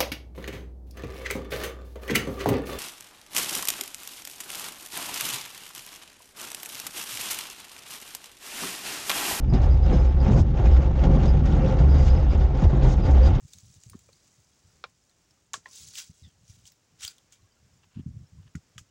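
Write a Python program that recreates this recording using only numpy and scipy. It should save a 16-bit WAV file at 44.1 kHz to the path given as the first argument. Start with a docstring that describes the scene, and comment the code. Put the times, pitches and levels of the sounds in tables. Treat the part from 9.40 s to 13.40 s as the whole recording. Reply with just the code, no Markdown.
"""Glider rolling over rough grass

Heard inside the closed cockpit, at speed. The wheel keeps the hollow fuselage booming,
drums on the shell and thuds over bumps; dry grass scrapes underneath.
Loose fittings rattle, knock and chirp, and air rushes past the canopy."""
import sys
import numpy as np
from scipy import signal
from scipy.fft import rfft, irfft, next_fast_len
from scipy.io import wavfile
from scipy.ndimage import uniform_filter1d, minimum_filter1d, map_coordinates

SR = 44100
rng = np.random.default_rng(int(sys.argv[2]) if len(sys.argv) > 2 else 0)


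def pcm_store(signal):
    """Save signal as 16-bit PCM."""
    levels = np.round(np.clip(np.atleast_2d(signal), -1, 1) * 32767)
    wavfile.write(sys.argv[1], SR, levels.astype(np.int16).T)


N = 176400


def amp(db):
    """Decibels to gain."""
    return 10 ** (np.asarray(db) / 20)


def unit(x):
    """x at rms 1."""
    return x / np.sqrt(np.mean(x ** 2) + 1e-20)


def time_s():
    """Time of each sample."""
    return np.arange(N) / SR


def along(points, hz):
    """Interpolate (frequency [Hz], value) points on a log axis."""
    knots_hz, values = np.transpose(points)
    return np.interp(np.log(hz + 1), np.log(knots_hz + 1), values)


def curve(rows):
    """Interpolate (time [s], value) rows to one value per sample."""
    return np.interp(time_s(), *np.transpose(rows))


def wobble(rate_hz):
    """Smooth random curve through Gaussian knots."""
    knots = rng.standard_normal(int(N * rate_hz / SR) + 4)
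    return map_coordinates(knots, [time_s() * rate_hz])


def filtered(x, response):
    """Apply a frequency response to x."""
    size = next_fast_len(N + SR // 2)
    return irfft(rfft(x, size) * response(np.fft.rfftfreq(size, 1 / SR)), size)[:N]


def noise(spectrum):
    """Coloured noise, rms 1."""
    return unit(filtered(rng.standard_normal(N), lambda hz: amp(along(spectrum, hz))))


def resonance(x, hz, width_hz):
    """x through two equal band-passes, each width_hz wide; rms 1."""
    return unit(filtered(x, lambda f: (1j * f * width_hz / (hz * hz - f * f + 1j * f * width_hz)) ** 2))


def steadied(x, evenness):
    """Partly flatten the envelope of x; rms 1."""
    envelope = np.abs(signal.hilbert(x))
    return unit(x / (envelope + 0.072) ** evenness)


def swells(rows, attack_s, release_s):
    """Summed attack-hold-release envelopes from (time [s], level [dB], length [s]) rows."""
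    t = time_s()
    envelope = np.zeros(N)
    for start_s, db, length_s in rows:
        attack = np.clip((t - start_s) / attack_s, 0, 1)
        release = np.exp(-np.maximum(t - start_s - length_s, 0) / release_s)
        envelope += amp(db) * attack * release
    return envelope


def patchy(x, depth_db):
    """Short patches of random gain over frequency and time; rms 1."""
    bins = signal.stft(x, nperseg=256)[2]
    field = uniform_filter1d(rng.standard_normal(bins.shape), size=5, axis=0)
    field = unit(uniform_filter1d(field, size=7, axis=1))
    return unit(signal.istft(bins * amp(depth_db * field), nperseg=256)[1][:N])


def fuselage():
    """The cabin's lowest mode booms as the wheel shakes it."""
    # shaking of the fuselage (time [s], level [dB])
    shake = [(0.01, -28.5), (0.15, -15), (0.9, -20.5), (0.955, -11), (1.03, -12.5), (1.08, -30.5),
             (1.33, -10.5), (1.47, -23.5), (1.94, -17.5), (2.33, -24.5), (2.4, -15.5), (3.06, -18),
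             (3.1, -26), (3.21, -26), (3.27, -2.5), (3.3, -25), (3.93, -11.5), (3.99, -41.5)]
    boom = resonance(rng.standard_normal(N), hz=64.2, width_hz=19.7)
    return amp(curve(shake)) * steadied(boom, evenness=0.39)


def bumps():
    """The airframe heaves all along; each bump adds a thud and a stronger heave."""
    # wheel impacts (time [s], thud level [dB], length [s], heave level [dB])
    impacts = [(0.119, -17.5, 0.025, -27), (0.508, -17.5, 0.026, -22), (0.882, -14.5, 0.04, -25.5),
               (0.931, -14, .026, -27), (1.664, -20, .11, -21), (3.221, -15.5, 0.017, -25),
               (3.323, -17, 0.021, -37.5), (3.424, -19, 0.046, -16)]
    # impact noise (frequency [Hz], density [dB])
    thud_spectrum = [(50, -25.5), (100, -5), (140, 4), (190, -6), (400, -18), (800, -25), (2000, -47),
                     (8000, -70.5)]
    # airframe motion (frequency [Hz], density [dB])
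    heave_spectrum = [(10, -32), (19, -25), (27, 0.5), (36, 8.5), (50, 10.5), (70, -9.5), (250, -110)]
    thud_gain = swells([(s, db, hold) for s, db, hold, _ in impacts], attack_s=0.0087, release_s=0.034)
    heave_gain = swells([(s, db, hold) for s, _, hold, db in impacts], attack_s=0.0067, release_s=0.08)
    thud = steadied(noise(thud_spectrum), evenness=0.64)
    heave = steadied(noise(heave_spectrum), evenness=0.54)
    return thud_gain * thud + np.hypot(heave_gain, amp(-24)) * heave


def wheel():
    """Clods jolt the wheel: rumble, with drumming, panel groans and grass noise."""
    # ground roughness (time [s], level [dB])
    roughness = [(0.09, -57.5), (0.118, -51), (0.135, -42), (0.17, -43.5), (0.24, -44.5), (0.39, -52),
                 (0.53, -42), (0.72, -49.5), (0.76, -57), (0.8, -45.5), (0.97, -41), (1.02, -49.5),
                 (1.13, -54), (1.17, -43.5), (1.55, -48), (1.65, -40.5), (1.69, -44), (1.87, -42.5),
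                 (2.03, -51), (2.05, -44), (2.4, -44), (3.17, -47.5), (3.235, -41), (3.28, -43.5),
                 (3.41, -46.5), (3.45, -35.5), (3.48, -45.5), (3.58, -47.5), (3.62, -45), (3.86, -41),
                 (3.97, -45)]
    # wheel rumble (time [s], level [dB])
    rumble_levels = [(0, -28), (.18, -27), (.35, -32), (.55, -22.5), (.68, -32), (1.0, -21.5),
                     (1.13, -26.5), (1.58, -26), (1.76, -21.5), (1.92, -24.5), (2.13, -21), (2.6, -25.5),
                     (3.3, -29.5), (3.95, -24)]
    # wheel rumble (frequency [Hz], density [dB])
    rumble_spectrum = [(60, -38.5), (85, -8), (108, -4.5), (137, 2), (175, -8), (300, -14.5), (500, -27.5),
                       (2000, -100)]
    ground_db = curve(roughness)
    jolts = unit(amp(1.07 * wobble(45) + 1.37 * wobble(170)))
    rumble = amp(curve(rumble_levels)) * jolts * noise(rumble_spectrum)
    return rumble + drumming(ground_db, jolts) + panel() + grass(ground_db, jolts)


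def drumming(ground_db, jolts):
    """Jolts drum on the shell and ring its modes, louder on rougher ground."""
    # shell modes (frequency [Hz], half width [Hz], level [dB])
    modes = [(263, 27, -10.5), (366.4, 40, -6.5), (520.3, 14, -6.5), (553, 21, -14.5), (762, 49, -10.5),
             (863.2, 15, -13.5), (1177, 40, -25.5)]
    # broadband drumming (frequency [Hz], density [dB])
    drum_spectrum = [(80, -9), (310, -1), (830, -2.5), (1000, -10.5), (1400, -14.5), (1900, -20),
                     (3000, -38.5), (9000, -65)]
    shell = sum(amp(db) * resonance(jolts * rng.standard_normal(N), hz, 2 * half_width_hz)
                for hz, half_width_hz, db in modes)
    drum = jolts * noise(drum_spectrum)
    return amp(ground_db) * (amp(10) * drum + amp(11) * shell)


def panel():
    """The strongest panel groans in short rough bursts."""
    # panel groans (time [s], level [dB], length [s])
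    bursts = [(.578, -32.5, 0.018), (.942, -24.5, 0.024), (1.635, -34.5, 0.12), (1.845, -36, 0.065),
              (2.228, -28, 0.038), (2.298, -26.5, 0.042), (3.79, -31.5, 0.08)]
    pitch_hz = 527.6 + 9 * wobble(60)
    tone = np.sin(2 * np.pi * np.cumsum(pitch_hz) / SR)
    groan = unit(amp(2 * wobble(200)) * tone)
    return swells(bursts, attack_s=0.015, release_s=0.007) * groan


def grass(ground_db, jolts):
    """Stalks catch and slip on the belly amid tiny rattles; tall tufts hiss brighter."""
    # tall tufts brushing the belly (time [s], level [dB], length [s])
    tufts = [(.215, -48, 0.05), (.52, -54, 0.15), (.91, -42.5, 0.11), (2.58, -47.5, 0.11),
             (3.43, -45, 0.11), (3.84, -48.5, 0.043)]
    # scraping stalks (frequency [Hz], density [dB])
    scrape_spectrum = [(300, -11), (1100, 8.5), (1900, 5), (3000, 4.5), (4700, -3), (6200, -6.5),
                       (9000, -11.5)]
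    patter = rattles(rate_hz=340, decay_s=0.00076)
    grain = unit(amp(0.47 * wobble(500) + 2.1 * wobble(30)))
    mean_db = ground_db.mean()
    contact = amp(mean_db + 0.97 * (ground_db - mean_db))
    brushing = swells(tufts, attack_s=0.0052, release_s=0.0046)
    hiss = resonance(rng.standard_normal(N), hz=6250, width_hz=9900)
    scrape = jolts * patchy(noise(scrape_spectrum), depth_db=2.0)
    return grain * (brushing * hiss + contact * (amp(1) * scrape + amp(-14) * patter))


def rattles(rate_hz, decay_s):
    """Tiny damped pings of random time, pitch and size; rms 1."""
    t = np.arange(SR // 50) / SR
    patter = np.zeros(N + len(t))
    for when, pitch, size in rng.random((int(rate_hz * N / SR), 3)):
        hz = 1300 + 6000 * pitch
        ping = np.sin(2 * np.pi * hz * t) * np.exp(-t / decay_s)
        patter[int(when * N):][:len(t)] += amp(19 * size ** 2) * ping
    return unit(patter[:N])


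def knocks():
    """Loose fittings knock: short, heavily damped bursts."""
    # fitting strikes (time [s], level [dB], centre frequency [Hz])
    strikes = [(0.136, -39.5, 3270), (0.996, -44.5, 6170), (1.637, -37, 2600), (1.855, -39, 3780),
               (2.057, -42.5, 4980), (2.387, -40, 2226), (3.237, -39.5, 3260), (3.708, -42.5, 6600)]
    sound = np.zeros(N)
    for start_s, db, hz in strikes:
        envelope = swells([(start_s, db, 0.003)], attack_s=0.0005, release_s=0.012)
        sound += envelope * resonance(rng.standard_normal(N), hz, width_hz=1.5 * hz)
    return sound


def chirps():
    """One small metal fitting squeaks and chatters as it is shaken."""
    # squeaks of the fitting (time [s], level [dB], length [s], pitch [Hz])
    squeaks = [(0.094, -50, .009, 4920), (0.14, -47, 0.013, 4946), (.235, -55, .02, 4960),
               (.303, -50.5, 0.032, 4890), (.428, -48, .013, 4900), (0.528, -46.5, 0.022, 5173),
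               (0.585, -49, .018, 5060), (0.666, -58, .025, 5150), (0.798, -48.5, 0.014, 4880),
               (.955, -48, 0.024, 4930), (1.319, -54, .045, 4990), (1.878, -46.5, .026, 4940),
               (2.488, -49, .046, 4900), (2.558, -50.5, .075, 4850), (2.697, -44.5, .016, 4890),
               (2.758, -48, 0.01, 5110), (2.896, -53, 0.036, 4890), (3.243, -51, .012, 4900),
               (3.62, -51, .05, 4840), (3.827, -47, 0.047, 4820)]
    pitch_hz = curve([(s, hz) for s, _, _, hz in squeaks]) + 90 * wobble(350)
    rasp = unit(amp(3 * wobble(420) + 1.5 * wobble(70)))
    squeak = amp(-1) * unit(np.sin(2 * np.pi * np.cumsum(pitch_hz) / SR))
    chatter = amp(-7.5) * resonance(rng.standard_normal(N), hz=5050, width_hz=800)
    shaken = swells([row[:3] for row in squeaks], attack_s=0.0043, release_s=0.012)
    return shaken * rasp * (squeak + chatter)


def airflow():
    """Air rushes almost evenly past the canopy."""
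    # air noise (frequency [Hz], density [dB])
    air_spectrum = [(40, -7.5), (800, -21), (1500, -19.5), (7000, -56)]
    return amp(-52.5 + wobble(1.3)) * noise(air_spectrum)


def cockpit(x, wet_db, t60_s):
    """Canopy and walls add close reflections above 900 Hz."""
    t = np.arange(SR // 10) / SR
    tail = rng.standard_normal(len(t)) * amp(-60 * t / t60_s)
    wet = signal.fftconvolve(x, tail / np.linalg.norm(tail))[:N]
    return x + amp(wet_db) * filtered(wet, lambda hz: hz > 900)


def scene():
    """Mono mix at the pilot's seat."""
    airframe = fuselage() + bumps()
    rolling = cockpit(wheel() + knocks() + chirps(), wet_db=-11, t60_s=0.1)
    return (airframe + rolling + airflow())[None]


def limiter(x, ceiling_db):
    """The gain dips smoothly around peaks above the ceiling."""
    needed_gain = np.minimum(1, amp(ceiling_db) / (np.abs(x) + 1e-9))
    return x * uniform_filter1d(minimum_filter1d(needed_gain, size=900), size=900)


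def record(dry):
    """Peaks are held down and the top treble is cut."""
    # microphone response (frequency [Hz], gain [dB])
    response = [(22, 1.5), (6800, -4), (7500, -11), (8100, -15), (9300, -29)]
    cutoff_hz = 9300
    held = limiter(dry[0], ceiling_db=-6.5)
    return filtered(held, lambda hz: amp(along(response, hz)) * (hz < cutoff_hz))[None]


dry = scene()
out = record(dry)
pcm_store(out)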